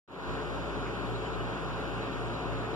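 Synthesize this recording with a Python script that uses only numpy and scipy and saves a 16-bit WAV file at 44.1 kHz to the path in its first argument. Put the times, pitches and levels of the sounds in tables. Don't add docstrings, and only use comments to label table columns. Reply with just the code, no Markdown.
import sys
import numpy as np
from scipy import signal
from scipy.fft import rfft, irfft
from scipy.io import wavfile
from scipy.ndimage import uniform_filter1d

SR = 44100
rng = np.random.default_rng(int(sys.argv[2]) if len(sys.argv) > 2 else 0)


def unload_audio(sound):
    columns = np.transpose(np.atleast_2d(sound))
    steps = np.round(np.clip(columns, -1, 1) * 32767)
    wavfile.write(sys.argv[1], SR, steps.astype(np.int16))


def gain_from_decibels(decibels):
    exponent = np.asarray(decibels, float) / 20
    return 10 ** exponent


N = 121275
T = np.arange(N) / SR
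HZ = np.maximum(np.arange(N // 2 + 1) * SR / N, 1)
CROSS_LAG_S = .000489


def column(table, count):
    table = np.array(table, float)
    return np.interp(np.log(HZ), np.log(table[:, 0]), table[:, count])


def bell(hz, width_hz):
    return np.exp(-((HZ - hz) / width_hz) ** 2)


def level(x, db):
    return x * gain_from_decibels(db) / np.sqrt(np.mean(x ** 2))


def walk(rate_hz):
    hold = int(SR / rate_hz)
    steps = np.repeat(rng.standard_normal(N // hold + 1), hold)
    drift = uniform_filter1d(uniform_filter1d(steps, hold), hold)[:N]
    return (drift - drift.mean()) / drift.std()


def noise(count):
    return rfft(rng.standard_normal((count, N)))


def restless(spectra):
    shared_db, flicker_db = 0.06, 0.64
    out, shared = 0, walk(3.3)
    for hz in 2 ** np.arange(4.5, 14.6, .5):
        shared = (shared + walk(5.03)) / np.sqrt(2)
        band = np.cos(np.pi / 2 * np.clip(2 * np.log2(HZ / hz), -1, 1)) ** 2
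        gain = gain_from_decibels(shared_db * shared + flicker_db * walk(14))
        out = out + irfft(spectra * band, N) * gain
    return out


def tones(hz, table):
    align_s, sway_rad, sway_db = 1.525, .03, .7
    turn = 2 * np.pi * hz * (T - align_s) + sway_rad * walk(1.71)
    out = 0
    for multiple, left_db, right_db, left_rad, right_rad in table:
        rms = gain_from_decibels(np.array([[left_db], [right_db]]) + sway_db * walk(2.62))
        phase = round(multiple) * turn + np.array([[left_rad], [right_rad]])
        out = out + np.sqrt(2) * rms * np.cos(phase)
    return out


def hum():
    # (multiple, left [dB], right [dB], left phase [rad], right phase [rad])
    pump = [(1, -45, -51, -.09, .19), (2, -45, -47.5, 4.53, 2.94), (18, -58, -59, 0, 0),
            (22, -66, -60, 0, 1), (45, -68, -73, 0, -1.1), (48, -66, -67, 0, 0)]
    mains = [(1, -68, -56.5, 3.8, 2.02), (2, -45.4, -41.3, 1.35, -1.28), (3, -74, -52, 0, .2),
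             (5, -58, -61, 0, 0), (6, -58, -58, 0, 0), (7, -52.5, -66, 0, 0), (8, -57, -60, 0, 0)]
    fan = [(6, -51, -53, 0, 0), (11, -49, -50, 0, .25), (12, -53, -66, 0, 0), (18, -50, -52.5, 0, -.16),
           (22, -49.5, -57, 0, -.4)]
    twin = [(2, -52, -58, 6.21, 4.53)]
    machines = tones(58.26, pump) + tones(58.62, twin) + tones(24.848, fan)
    return machines + tones(60.02, mains)


def rumble():
    # (frequency [Hz], density [dB per Hz])
    balance = [(25, -31), (70, -14), (130, -11), (170, -3), (420, -3.5), (620, -3.5), (900, -7.5),
               (1800, -55.5)]
    # (frequency [Hz], width [Hz], gain [dB])
    booms = [(106, 34, 9.5), (173, 33, 4.5), (325.6, 4.1, -5.5), (346.4, 21, 4), (409, 49.6, 6.5),
             (575, 13, -0.5), (487, 21, -5), (82.5, 13, -4), (138, 8, -4), (184, 11, -4),
             (206.5, 9.4, -0.5), (373, 8.8, -5.5), (412, 5.2, -8.5), (592, 12, 3), (644, 66, -1.5),
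             (715, 22, 2), (818, 7.4, 3.5), (873, 33, -9.5), (975, 18, 2.5), (795, 7.3, -4.5),
             (405, 11, -1.5)]
    # (frequency [Hz], left minus right [dB], unrelated share [0-1])
    spread = [(40, 18, 1), (133, -1, 0.63), (170, -2.5, 0.23), (306, 6.5, 0.13), (506, 2.5, 0.4),
              (800, 2, 0.39)]
    db = column(balance, count=1)
    for hz, width_hz, gain_db in booms:
        db = db + gain_db * bell(hz, width_hz)
    pan = column(spread, count=1) / 2
    own = np.clip(column(spread, count=2), 0, 1)
    n = noise(count=3)
    sides = np.sqrt(1 - own) * n[0] + np.sqrt(own) * n[1:]
    return level(restless(sides * gain_from_decibels(db + np.array([pan, -pan]))), -38.5)


def patchy_noise():
    patchy_db, per_s = 5.5, 28
    n, out = noise(count=2), 0
    for k in range(15):
        band = np.cos(np.pi / 2 * np.clip(2 * HZ * CROSS_LAG_S - k, -1, 1)) ** 2
        gain = gain_from_decibels(patchy_db * np.array([walk(per_s), walk(per_s)]))
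        out = out + irfft(n * band, N) * gain
    return rfft(level(out, -1.5))


def widened(colour):
    # (frequency [Hz], share from the left [0-1], unrelated share [0-1], left minus right [dB])
    spread = [(1000, .85, .04, .3), (1800, .85, .08, -.4), (2600, .5, .1, .1), (3600, .25, .015, -.3),
              (4800, .36, .02, -.6), (6000, .28, .06, -.8), (8000, .33, .2, -2.5), (13000, .4, .45, -2.2)]
    # (frequency [Hz], width [Hz], centre [dB], sides [dB])
    rings = [(1650, 123, -2, -2), (2100, 150, 0, -3.5), (2465, 140, 2.5, -1), (2720, 160, -0.5, 5),
             (3390, 230, -1, 4.5), (3944, 63, -14, -4.5), (4980, 360, -2, -2), (5810, 140, 4, -4),
             (6460, 150, -2.5, 3), (7100, 300, 1, 2), (8100, 330, 0, -2.5), (12500, 500, -1, 1),
             (13400, 500, 0, 5), (5050, 230, -0.5, -2), (5890, 91, -3, -1), (4160, 61, 0, 0),
             (10700, 150, 0, -2)]
    from_left = np.clip(column(spread, count=1), 0, 1)
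    own = np.clip(column(spread, count=2), 0, 1)
    pan = column(spread, count=3) / 2
    n = noise(count=2)
    a, b = np.sqrt(from_left) * n[0], np.sqrt(1 - from_left) * n[1]
    cross = -np.exp(-2j * np.pi * HZ * CROSS_LAG_S)
    combed = np.array([(a + b) * (1 + cross), (a - b) * (1 - cross)]) / 2
    both = np.sqrt(1 - own) * combed + np.sqrt(own / 2) * patchy_noise()
    db = 0
    for hz, width_hz, centre_db, sides_db in rings:
        db = db + np.array([[centre_db], [sides_db]]) * bell(hz, width_hz)
    mid, side = both * gain_from_decibels(db)
    return np.array([mid + side, mid - side]) * colour * gain_from_decibels(np.array([pan, -pan]))


def rush():
    # (frequency [Hz], density [dB per Hz])
    balance = [(500, -19), (950, -0.57), (1450, -0.47), (2000, -8.5), (2900, -12), (4600, -21.5),
               (8000, -33), (14500, -50.5)]
    return level(restless(widened(gain_from_decibels(column(balance, count=1)))), -40.5)


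def trickle():
    patchy_db = 3.5
    ring = irfft(widened(bell(3940, 170)), N)
    patches = walk(45.24) + 0.3 * walk(6.4)
    return level(ring * gain_from_decibels(patchy_db * patches), -59)


def insect():
    # (start [s], length [s], level [dB])
    chirps = [
        (.08, .26, -90),
        (.545, .035, -92),
        (.865, .035, -92),
        (1.185, .03, -95),
        (1.505, .035, -92),
        (1.83, .25, -94),
        (2.14, .035, -92),
        (2.455, .035, -94),
    ]
    note_hz, width_hz, pan_db, edge_s = 14003, 90, -26, .008
    note = level(np.sin(2 * np.pi * note_hz * T + .6 * walk(width_hz)), 0)
    gate = 0
    for start, length, db in chirps:
        inside = np.minimum(T - start, start + length - T)
        gate = gate + gain_from_decibels(db) * np.clip(inside / edge_s, 0, 1)
    pan = gain_from_decibels(np.array([[pan_db], [-pan_db]]) / 2)
    return note * gate * pan * np.array([[1], [-1]])


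def bubbles():
    # (start [s], pitch [Hz], level [dB])
    blips = [(.382, 2840, -46), (0.581, 2890, -46), (1.011, 3050, -48), (1.867, 2980, -53),
             (2.472, 2580, -47), (.671, 7000, -68), (2.012, 6940, -66), (2.266, 7060, -68),
             (2.66, 7400, -59), (1.052, 2950, -49), (1.168, 2300, -50), (1.257, 3030, -39.5),
             (1.404, 2930, -39)]
    t60_s, rise_s = 0.065, 0.002
    out = np.zeros(N)
    for start, hz, db in blips:
        t = np.maximum(T - start, 0)
        envelope = gain_from_decibels(db - 60 * t / t60_s) * (1 - np.exp(-t / rise_s))
        out += envelope * np.sin(2 * np.pi * hz * t)
    return out


def scene():
    return hum() + rumble() + rush() + trickle() + insect() + bubbles()


def top_cut(x):
    return signal.sosfilt(signal.butter(12, 14250, fs=SR, output="sos"), x)


def record(dry):
    # (time [s], gain [dB])
    fade = [(.077, -25), (0.088, -17.5), (0.112, -10.5), (.2, -4.5), (.29, -0.5), (.33, 0)]
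    fade = np.array(fade)
    bass_cut_hz, cut_ends_s, lift_s, bass_leak = 190, .255, .025, 0.23
    high_pass = signal.butter(1, bass_cut_hz, "high", fs=SR, output="sos")
    thin = signal.sosfilt(high_pass, dry)
    lift = np.clip((T - cut_ends_s) / lift_s, bass_leak, 1)
    gain = gain_from_decibels(np.interp(T, fade[:, 0], fade[:, 1])) * (T > fade[0, 0])
    return top_cut((thin + lift * (dry - thin)) * gain)


dry = scene()
out = record(dry)
unload_audio(out)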